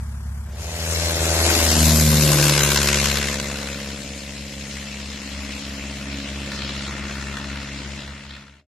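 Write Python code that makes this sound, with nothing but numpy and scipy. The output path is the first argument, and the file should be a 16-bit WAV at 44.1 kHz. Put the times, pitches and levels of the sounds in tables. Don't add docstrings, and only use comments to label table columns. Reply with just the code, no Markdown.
import sys
import numpy as np
from scipy import signal
from scipy.io import wavfile
from scipy.ndimage import uniform_filter1d

SR = 44100
rng = np.random.default_rng(int(sys.argv[2]) if len(sys.argv) > 2 else 0)


def master_out(mix):
    frames = np.transpose(np.atleast_2d(mix))
    ceiling = np.clip(frames, -1, 1)
    pcm = np.round(ceiling * 32767).astype(np.int16)
    wavfile.write(sys.argv[1], SR, pcm)


def boost(x):
    u = np.asarray(x, float) / 20
    return 10 ** u


N = 384111

# (strength [level/dB], timing [firings])
CYLINDERS = [(-2.5, -.012), (-2, -.01), (1.5, .012), (2.5, .01)]
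FAR_FROM_S = 3.34


def rms_one(x):
    return x / np.sqrt(np.mean(x ** 2) + 1e-20)


def in_time(rows):
    s, *columns = np.transpose(rows)
    return [np.interp(np.arange(N) / SR, s, c) for c in columns]


def by_view(rows, view):
    at, *columns = np.transpose(rows)
    return [np.interp(view, at, c) for c in columns]


def at_hz(points, hz):
    table_hz, values = np.transpose(points)
    return np.interp(np.log(hz), np.log(table_hz + 1), values)


def bandpass(x, order, edges_hz):
    return signal.sosfilt(signal.butter(order, edges_hz, "band", fs=SR, output="sos"), x)


def highpass(x, order, edge_hz):
    return signal.sosfilt(signal.butter(order, edge_hz, "high", fs=SR, output="sos"), x)


def drift(rate, size=N):
    r = np.exp(-80 * np.pi * rate / SR)
    steps = rng.standard_normal(size // 40 + 2002)
    slow = signal.lfilter([1], [1, -2 * r, r * r], steps)[2000:]
    return np.interp(np.arange(size) / 40, np.arange(len(slow)), rms_one(slow))


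def resonances(x, modes):
    out = 0
    for k, (hz, width, level_db) in enumerate(modes):
        r = np.exp(-np.pi * width / SR)
        b = (1 - r * r) / 2 * np.array([1, 0, -1])
        a = [1, -2 * r * np.cos(2 * np.pi * hz / SR), r * r]
        out = out + (-1) ** k * boost(level_db) * signal.lfilter(b, a, x)
    return out


def burst(clicks, decay_ms):
    r = np.exp(-1000 / (decay_ms * SR))
    return signal.lfilter([(1 - r) * np.e], [1, -2 * r, r * r], clicks)


def banded_noise(colour, edges, gate, patchy_db, shift=None, soft_gate=None):
    # (f/Hz, likeness [0-1])
    likeness = [(60, .995), (130, .99), (280, .98), (610, 0.88), (1320, 0.62), (2870, 0.55), (6220, 0.25),
                (13500, 0.1)]
    # (f/Hz, left minus right [level/dB])
    left_db = [(60, -0.5), (110, 0.5), (200, 2), (360, 9), (670, 5), (1210, 2), (2220, 3), (4040, 0),
               (7380, 13.5), (13500, 1)]
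    soft_above_hz = 4400
    size = len(gate)
    out, together = 0, drift(0.99, size)
    white = rng.standard_normal((2, 2, size)) * gate
    soft = white if soft_gate is None else white * soft_gate / gate
    for k, (low, high) in enumerate(zip(edges, edges[1:])):
        noise = soft if low > soft_above_hz else white
        mid, side = bandpass(noise[k % 2], 2, [low, high])
        hz = np.sqrt(low * high)
        alike = np.clip(at_hz(likeness, hz), 0, 1)
        level_db = at_hz(colour, hz) + patchy_db * (0.4 * together + drift(20, size))
        if shift:
            level_db = level_db + shift(hz)
        pan = boost(at_hz(left_db, hz) / 2 * np.array([[1], [-1]]))
        spread = np.sqrt(1 - alike) * side * [[1], [-1]]
        out = out + boost(level_db) * pan * (np.sqrt(1 + alike) * mid + spread)
    return out


def ground_echo(x, lag_ms, share, cut_hz):
    dull = signal.lfilter(*signal.butter(1, cut_hz, fs=SR), x)
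    at = np.arange(N) - lag_ms * SR / 1000
    return x + share * np.array([np.interp(at, np.arange(N), c) for c in np.atleast_2d(dull)])


def grass():
    # (t/s, peak [level/dB])
    ticks_near = [
        (7.21, -48),
        (7.275, -42),
        (7.29, -48),
        (7.345, -48),
        (7.37, -45),
    ]
    start_s, length_s, chirr_db, strokes_per_s = 7.08, .19, -57, 90
    s = np.arange(N) / SR
    on = np.clip(np.minimum(s - start_s, start_s + length_s - s) / .03, 0, 1)
    on = on * (1 + .6 * np.sin(2 * np.pi * strokes_per_s * s))
    noise = rng.standard_normal((2, N))
    chirr = rms_one(bandpass(noise, 3, (10800, 12600)))
    tick_s, tick_db = np.transpose(ticks_near)
    clicks = np.zeros(N)
    clicks[(tick_s * SR).astype(int)] = boost(tick_db)
    ticks = highpass(burst(clicks, decay_ms=.6) * noise, 2, 7500)
    return boost(chirr_db) * on * chirr + ticks


def taxi():
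    # (t/s, drone [level/dB], rush [level/dB])
    idle_levels = [
        (0, -9, -43),
        (.25, -10, -43.5),
        (.5, -12.5, -44),
        (.75, -17, -52),
        (1.0, -25, -81),
        (1.2, -14, -38),
        (1.45, -35, -99),
    ]
    # (multiple of the engine cycle, strength [level/dB])
    idle_orders = [(4, -63.5), (6, -65), (7, -49), (8, -20.5), (9, -53), (10, -50), (11, -64.5), (12, -30),
                   (13, -83.5), (15, -49), (16, -38.5), (17, -48), (19, -38.5), (20, -43), (23, -46.5),
                   (25, -38), (26, -80), (27, -47)]
    # (f/Hz, level/dB per Hz)
    idle_colour = [(25, -20), (70, 3), (150, -15), (231, -24), (325, -44), (402, -12), (538, -36),
                   (701, -26.5), (1290, -24), (1910, -29.5), (2700, -36.5), (3200, -36), (12200, -36),
                   (13900, -60)]
    cycle_hz = 8.68
    size = int(1.5 * SR)
    drone_db, rush_db = (c[:size] for c in in_time(idle_levels))
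    turns = cycle_hz * (np.arange(size) / SR - .03)
    hum = sum(np.sqrt(2) * boost(db) * np.cos(2 * np.pi * k * turns) for k, db in idle_orders)
    four_puffs = 0.18 * np.cos(2 * np.pi * 4 * (turns - .05))
    gate = 1 + four_puffs + 0.035 * np.cos(2 * np.pi * turns)
    rush = rms_one(banded_noise(idle_colour, 27 * 2 ** np.arange(0, 9.1, .5), gate, patchy_db=.6))
    return np.pad(boost(drone_db) * hum + boost(rush_db + 5.5) * rush, ((0, 0), (0, N - size)))


def tree_returns(turns):
    # (t/s, pitch above the drone [f/Hz], level/dB)
    trees = [
        (1.7, -5.5, -38),
        (2.95, 5.5, -47),
        (3.85, 5, -48),
        (4.55, 6, -47),
        (5.3, 2.8, -43),
        (5.5, 6.5, -47),
        (6.3, 4, -43),
        (7, 7.5, -46),
        (7.45, 3.2, -45),
        (8.05, 5, -45),
    ]
    length_s, sag_hz_per_s = .38, 1.5
    s, out = np.arange(N) / SR, np.zeros(N)
    for at, hz, tree_db in trees:
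        heard = np.abs(s - at) < 3 * length_s
        since = s[heard] - at
        lead = hz * since - sag_hz_per_s * since ** 2 / 2
        swell = boost(tree_db) * np.exp(-(since / length_s) ** 2)
        out[heard] += np.sqrt(2) * swell * np.cos(2 * np.pi * (turns[heard] + lead))
    return out


def rumble_below(low_db, view):
    # (f/Hz, level/dB per Hz)
    rumble_colour = [(20, -18), (40, -18), (70, -9), (120, -14), (220, -12), (330, -14)]
    rumble = banded_noise(rumble_colour, 20 * 2 ** np.arange(0, 4.1, 1.), np.ones(N), patchy_db=.6)
    return boost(low_db - 7.0 - 9.4 * view) * rms_one(rumble)


def drone(turns, firing_hz, view, level_db, lag_ms):
    sides = [0, .2, .5, .75, 1]
    orders_out = [
        (-6.5, -3, 10, -5.5, 2),
        (3, -2, 4, -7.5, -7.5),
        (-5.5, -13.5, 2.2, -16, -11.5),
    ]
    grass_shares = [.6, .88, .3]
    flutter_dbs = [.5, .5, .7]
    disc_view, disc_width, disc_db = 0.683, 0.1, 7
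    level_db = level_db + disc_db * np.exp(-((view - disc_view) / disc_width) ** 2)
    out = 0
    for k, sides_db, share, flutter_db in zip(range(1, 4), orders_out, grass_shares, flutter_dbs):
        phase = 2 * np.pi * k * (turns - .14)
        late = 2 * np.pi * k * firing_hz * lag_ms / 1000
        both = np.cos(phase) + share * np.cos(phase - late)
        gain_db = level_db + np.interp(view, sides, sides_db) + flutter_db * drift(8.2)
        out = out - np.sqrt(2) * boost(gain_db) * both
    return out


def banks(turns, firing_hz):
    # (t/s, a quarter above each order [level/dB], three quarters above [level/dB],
    # on the order [level/dB], upper pipe tone [f/Hz], lower pipe tone [f/Hz], lower tone [level/dB],
    # width [f/Hz], fourth order [level/dB])
    bank_notes = [(.6, -54, -57, -60, 600, 430, -3, 250, -62), (.9, -43, -44, -50, 520, 420, -2, 130, -55),
                  (1.2, -36, -42, -42, 570, 400, -1, 130, -39),
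                  (1.5, -33, -40, -42, 670, 350, -1, 110, -32),
                  (1.83, -38, -41, -43, 660, 410, -1, 110, -32),
                  (1.95, -37, -40, -42, 580, 400, -1, 80, -48), (2.1, -35, -39, -42, 530, 395, -2, 45, -53),
                  (2.4, -33, -35, -39, 525, 330, -1, 70, -42), (2.7, -36, -41, -41, 530, 365, -1, 65, -52),
                  (3, -43, -43, -43, 570, 380, -1, 90, -50), (3.3, -45, -46, -47, 550, 400, -4, 90, -47),
                  (3.6, -45, -47, -55, 520, 300, -5, 70, -45), (3.9, -50, -49, -54, 520, 300, -6, 60, -46),
                  (4.3, -54, -51, -57, 560, 300, -5, 50, -50), (5, -59, -59, -60, 580, 300, -6, 60, -51),
                  (5.5, -58, -59, -57, 590, 320, -4, 60, -45), (6.5, -57, -53, -53, 600, 350, 0, 50, -45),
                  (7, -61, -55, -55, 610, 350, 0, 50, -50), (7.5, -60, -56, -59, 600, 340, -2, 50, -45),
                  (8, -62, -60, -60, 590, 340, -2, 60, -54), (8.7, -85, -85, -85, 590, 340, -2, 60, -80)]
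    *series_db, upper_hz, lower_hz, lower_db, width, fourth_db = in_time(bank_notes)
    flutter_db = np.interp(np.arange(N) / SR, [FAR_FROM_S, FAR_FROM_S + 2], [2.5, 3.5])
    turns = turns - .03
    out = boost(fourth_db + flutter_db * drift(5)) * np.cos(2 * np.pi * 4 * turns)
    for first, wave, level_db in zip([4.25, 4.75, 5], [np.sin, np.cos, np.sin], series_db):
        for k in np.arange(first, 11.5):
            low = 1 / np.hypot(1, 1.5 * (k * firing_hz - lower_hz) / width)
            high = 1 / np.hypot(1, 1.5 * (k * firing_hz - upper_hz) / width)
            gain = boost(level_db + flutter_db * drift(4)) * np.maximum(boost(lower_db) * low, high)
            out = out + gain * wave(2 * np.pi * k * turns + .12 * flutter_db * drift(4))
    return np.sqrt(2) * out


def firings(turns, facing_db, rough_db):
    # (t/s, cylinder [number, running on])
    facing_stack = [(.9, 2.6), (1.3, 2.7), (2.1, 3.6), (2.5, 2.2), (2.9, 2.7), (3.7, 2.8), (4.1, 2.1),
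                    (5.3, 1.3), (6.5, -.5), (7.7, -.6), (8.2, -1.2)]
    # (t/s, extra level/dB)
    pops = [(2.316, 2), (2.383, 0), (2.455, 3), (2.494, 2), (2.578, 4), (2.606, 4.5), (2.62, 3), (2.635, 3),
            (2.717, 4), (2.746, 3), (2.76, 3), (2.774, 4), (2.816, 3), (2.886, 2.5), (2.93, 3), (2.942, 3),
            (2.999, 5), (3.056, 7), (3.113, 2.5), (3.172, 3), (3.227, 3), (3.283, 3), (3.398, 9.5),
            (3.513, 3), (5.055, 3), (5.07, 6), (5.635, 3), (5.65, 6), (6.17, 4), (6.2, 3), (6.518, 4),
            (6.59, 3), (6.62, 3), (6.633, 4), (6.677, 3), (6.691, 5), (6.792, 3), (7.369, 7), (7.442, 2.5),
            (7.499, 2), (8.003, 3), (8.295, 4), (8.31, 4), (8.352, 1.5), (8.366, 3)]
    count = np.arange(1, int(turns[-1]))
    strength_db, timing = np.array(CYLINDERS)[count % 4].T
    at = np.searchsorted(turns, count + timing)
    facing = facing_db * np.cos(np.pi / 2 * (count - in_time(facing_stack)[0][at]))
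    for s, extra_db in pops:
        facing[np.argmin(np.abs(at - s * SR))] += extra_db
    uneven, even, rough = np.zeros((3, N))
    uneven[at] = boost(strength_db)
    even[np.searchsorted(turns, count)] = np.mean(boost(strength_db))
    rough[at] = boost(facing + rough_db * rng.standard_normal(len(count)))
    return uneven - even, rough


def stacks(turns, view):
    paired, stagger, tail_view = 2.8, -.0345, .3
    count = np.arange(1, int(turns[-1]) - 1)
    strength_db, timing = np.array(CYLINDERS)[count % 4].T
    ahead = np.clip(view[np.searchsorted(turns, count)] / tail_view, 0, 1)
    late = (1 - ahead) * paired * timing + ahead * stagger * (count % 4 - 1.5)
    out = np.zeros(N)
    out[np.searchsorted(turns, count + late)] = boost(strength_db * (1 - .4 * ahead))
    return out


def pipe_pulses(turns, view, pulse_db, low_db, unevenness):
    # (f/Hz, width [f/Hz], level/dB)
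    pipe = [(365, 50, 3), (536.6, 73, 5), (615, 60, 5), (760, 200, -12)]
    staggered = stacks(turns, view)
    piped = 0
    for k, mode in enumerate(pipe):
        piped = piped + (-1) ** k * boost(3 * drift(3)) * resonances(staggered, [mode])
    pulses = -boost(pulse_db + low_db - 9) * rms_one(highpass(piped, 4, 330))
    lope = bandpass(unevenness, 2, [150, 310])
    return pulses - boost(low_db - 12.5 - 15 * view) * rms_one(lope)


def pipe_ring(rough, view, ring_db):
    # (f/Hz, width [f/Hz], level/dB)
    far_ring = [(1400, 160, 2), (1790, 160, 0), (2770, 170, -10), (3410, 200, -8), (3900, 300, -8)]
    # (f/Hz, width [f/Hz], level/dB)
    near_ring = [(1020, 220, 2.5), (1555, 110, 6.5), (2095, 360, -2.5), (2700, 300, 1), (3430, 190, -0.5),
                 (4070, 930, -2.5)]
    crack, near_view = 11, .07
    gas = burst(rough, decay_ms=2.27) * rng.standard_normal((2, N)) - crack * rough
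    close = np.clip(view / near_view, 0, 1)
    ring = sum(resonances((1 - close) * gas + 1e-18, [mode]) for mode in far_ring)
    ring = ring + resonances(close * gas + 1e-18, near_ring)
    return boost(ring_db) * rms_one(ring[0] + .3 * ring[1] * [[1], [-1]])


def gas_rush(rough, bark_db, view, low_db, mid_db, high_db, presence_db, rasp_db, bright_db):
    # (f/Hz, level/dB per Hz)
    rush_colour = [(200, -30.5), (330, -14.5), (550, -5), (640, -6.5), (720, -19), (850, -3), (1150, -9),
                   (1600, -5.5), (2500, -4), (4500, -6.5), (7500, -10.5), (8300, -18), (12600, -16),
                   (14000, -27)]
    # (f/Hz, width [f/Hz], level/dB)
    body = [(2110, 240, -1), (2670, 260, -1), (4140, 240, -2), (5140, 200, 0), (7300, 900, 1),
            (11600, 500, -3)]
    soft_db = np.interp(np.arange(N) / SR, [FAR_FROM_S + .3, FAR_FROM_S + .8], [-2, -8])
    gate = 1 + boost([bark_db, bark_db + soft_db]) * burst(rough, decay_ms=1.5)
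    gate, soft_gate = gate / np.sqrt(uniform_filter1d(gate ** 2, size=2600))
    high_db = high_db - high_db.mean()
    low_part = low_db - low_db.mean() - 4 * np.sin(np.pi * np.clip(view, 0, 1))
    parts = np.array([low_part, mid_db - mid_db.mean(), presence_db, 0.45 * high_db + rasp_db,
                      0.76 * high_db, high_db, 1.45 * high_db + bright_db])
    parts_hz = [550, 1400, 2600, 3800, 6500, 9000, 12500]

    def shift(hz):
        shares = [np.interp(np.log(hz), np.log(parts_hz), row) for row in np.eye(len(parts))]
        return shares @ parts

    rush = banded_noise(rush_colour, 220 * 2 ** np.arange(0, 6.1, 1 / 3), gate, patchy_db=1.5,
                        shift=shift, soft_gate=soft_gate)
    return rms_one(rush + .45 * sum(resonances(rush, [peak]) for peak in body))


def climb():
    # (t/s, f/Hz)
    firing = [(.4, 82.8), (1, 81.9), (1.3, 81.2), (1.6, 79.9), (1.8, 78.4), (2, 76.6), (2.2, 74.7),
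              (2.4, 73), (2.6, 71.9), (2.8, 71), (3, 70.5), (3.4, 69.8), (4, 69.3), (5, 69.15),
              (6.5, 69.15), (7, 69.3), (8.7, 69.3)]
    # (t/s, level/dB)
    loudness = [(.45, -58), (.58, -42.5), (.9, -30), (1.15, -28), (1.5, -22), (2.05, -25.5), (2.45, -23),
                (3.05, -23), (3.3, -27.5), (3.6, -31.5), (4.2, -36), (5, -34), (6, -32), (7, -31),
                (7.9, -34), (8.4, -43), (8.6, -56), (8.7, -110)]
    # (t/s, delay [ms])
    ground = [(.75, 1.6), (1.3, 2.0), (1.6, 3.2), (2.1, 5.1), (2.4, 6.3), (2.75, 4.2), (3.3, 3.9),
              (4.7, 3.9), (5.3, 3.62), (6, 3.4), (8.7, 3.2)]
    # (view [0-1], bark over rush [level/dB], pipe pulse [level/dB], pipe ring [level/dB])
    exhaust = [(0, -1.5, -12, -20), (.03, 2, -9, -14), (.1, 6, -13, -14), (.15, 7, -15, -8),
               (.25, 5, -16, -7), (.45, 1, -19, -14), (.65, 2, -19, -18), (.85, -4, -18, -14),
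               (1, -7, -14, -16)]
    # (view [0-1], lows [level/dB], middles [level/dB], highs [level/dB])
    balance = [(0, -8.5, -7.5, -10.5), (.03, -8, -3, -10), (.12, -13.5, -3, -3), (.35, 0.5, -1, 1.5),
               (.65, 3.5, -2.5, 2.5), (.85, 2, -0.5, -2), (.95, -2, -4, -4.5), (1, 5.5, 1.5, -5.5)]
    # (t/s, level/dB, rasp [level/dB], highs [level/dB], presence [level/dB])
    swells = [(1.46, -1, 2.5, 1.5, 2.5), (1.71, 0, 0, -3, 0), (2.19, 0, 1, 0, -0.5), (2.93, 0.5, -2, -3, 3),
              (2.68, 0.5, -3.5, 1.5, 3.5), (3.17, 0, 0.5, 1, 2), (4.73, 2.5, -3, -3.5, -3),
              (5.08, 0, 3, 0, -2.5), (5.65, 0, 4.5, 2, -1.5), (6.22, -1.5, 7.5, 3, 1),
              (6.539, 1.5, 3, 1.5, -2), (6.66, -1, 9, -7.5, 2.5), (6.84, 1.5, 4.5, -10, -4),
              (7.0, -0.5, -1, -9, -1), (7.22, 1, -3, -4, -3.5), (7.45, -2, 1.5, -8.5, -0.5),
              (7.65, 0.5, 1, -4, -2.5), (7.8, 1, 2.5, -8, -1.5), (7.9, 0.5, -1.5, -1, -2),
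              (8.02, 1, 4.5, -4, -0.5), (8.16, 1, -1.5, -6.5, -0.5), (8.33, -2, 11.5, -3, 2)]
    # (t/s, length [s], ring gain [level/dB])
    gaps = [
        (3.45, .65, 5),
        (3.97, .75, -7),
        (6.45, .55, 10),
        (6.85, 1.0, 11),
        (7.3, .4, 4),
        (7.95, .5, 10),
        (8.28, .6, 13),
    ]
    receding_hz, nearing_hz = 69.2, 82.8
    swell_s, gap_open_s, gap_close_s = .08, .06, .25
    s = np.arange(N) / SR
    (level_db,), (lag_ms,), (firing_hz,) = in_time(loudness), in_time(ground), in_time(firing)
    view = (firing_hz - receding_hz) / (nearing_hz - receding_hz)
    bark_db, pulse_db, ring_db = by_view(exhaust, view)
    low_db, mid_db, high_db = by_view(balance, view)
    bumps = np.array([np.exp(-((s - at) / swell_s) ** 2) for at, *_ in swells])
    swell_db, rasp_db, bright_db, presence_db = np.array(swells)[:, 1:].T @ bumps
    gap_db = 0
    for at, length, db in gaps:
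        opening = np.minimum((s - at) / gap_open_s, (at + length - s) / gap_close_s)
        gap_db = gap_db + db * np.clip(opening, 0, 1)
    low_db = low_db - swell_db
    mid_db = mid_db - swell_db + .15 * gap_db + 0.25 * np.minimum(gap_db, 0)
    ring_db = ring_db + gap_db
    high_db = high_db - 2 * np.maximum(s - FAR_FROM_S, 0)

    turns = np.cumsum(firing_hz) / SR - .29
    tones = drone(turns, firing_hz, view, level_db, lag_ms) + tree_returns(turns) + banks(turns, firing_hz)
    unevenness, rough = firings(turns + .04 + .1 * view, facing_db=2.0, rough_db=1.4)
    pulses = pipe_pulses(turns, view, pulse_db, low_db, unevenness)
    rush = gas_rush(rough, bark_db, view, low_db, mid_db, high_db, presence_db, rasp_db, bright_db)
    ring = pipe_ring(rough, view, ring_db)
    near = ground_echo(pulses, lag_ms, share=1.0, cut_hz=160)
    near = near + ground_echo(rush + ring, lag_ms, share=0.059, cut_hz=4500)
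    sway = boost((.35 + .45 * drift(2.5)) * [[1], [-1]])
    fade_in = np.clip((s - .42) / 0.2, 0, 1)
    blast = boost(level_db + swell_db + 3.0) * (near + rumble_below(low_db, view))
    return fade_in * (tones * sway + blast)


def scene():
    # (t/s, left behind right [samples])
    bearing = [
        (0, -5),
        (.45, -5),
        (.6, 5),
        (1.5, 5),
        (1.8, 1),
        (2.2, -1),
        (4, 0),
        (8.7, -1),
    ]
    left, right = grass() + taxi() + climb()
    left = np.interp(np.arange(N) - in_time(bearing)[0], np.arange(N), left)
    return np.array([left, right]) * np.clip((8.662 - np.arange(N) / SR) / 0.015, 0, 1)


def thin_out(x, hole_db, spread_db, ragged_hz):
    top_hz, far_loss_hz = 13050, 300
    mid_side = np.array([x[0] + x[1], x[0] - x[1]]) / 2
    hz, s, bins = signal.stft(mid_side, SR, window="cosine", nperseg=2048)
    power = np.abs(bins) ** 2
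    band = np.arange(len(hz)) // 14
    masking = uniform_filter1d(power.sum(axis=0), size=65, axis=0)
    chance = rng.standard_normal((2, band[-1] + 1, len(s)))
    chance = uniform_filter1d(chance, size=2) * np.sqrt(2)
    step_db = hole_db + spread_db * chance[:, band] + 4.5 * (hz > 8000)[:, None]
    kept = (power > masking * boost(step_db) ** 2) | (hz < 2000)[:, None]
    dips = uniform_filter1d(np.minimum(rng.exponential(1, len(s)) ** 2, 9), size=3)
    top = top_hz - ragged_hz * dips * (s > .6) - far_loss_hz * (s > 3.45)
    bins = bins * kept * (hz[:, None] < top)
    mid, side = signal.istft(bins, SR, window="cosine", nperseg=2048)[1][:, :N]
    return np.array([mid + side, mid - side])


def low_pass(x):
    return signal.sosfilt(signal.butter(12, 14070, fs=SR, output="sos"), x)


def record(dry):
    rounded = .92 * np.tanh(dry / .92)
    mix = thin_out(rounded, hole_db=-9, spread_db=6, ragged_hz=300)
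    return low_pass(mix)


dry = scene()
out = record(dry)
master_out(out)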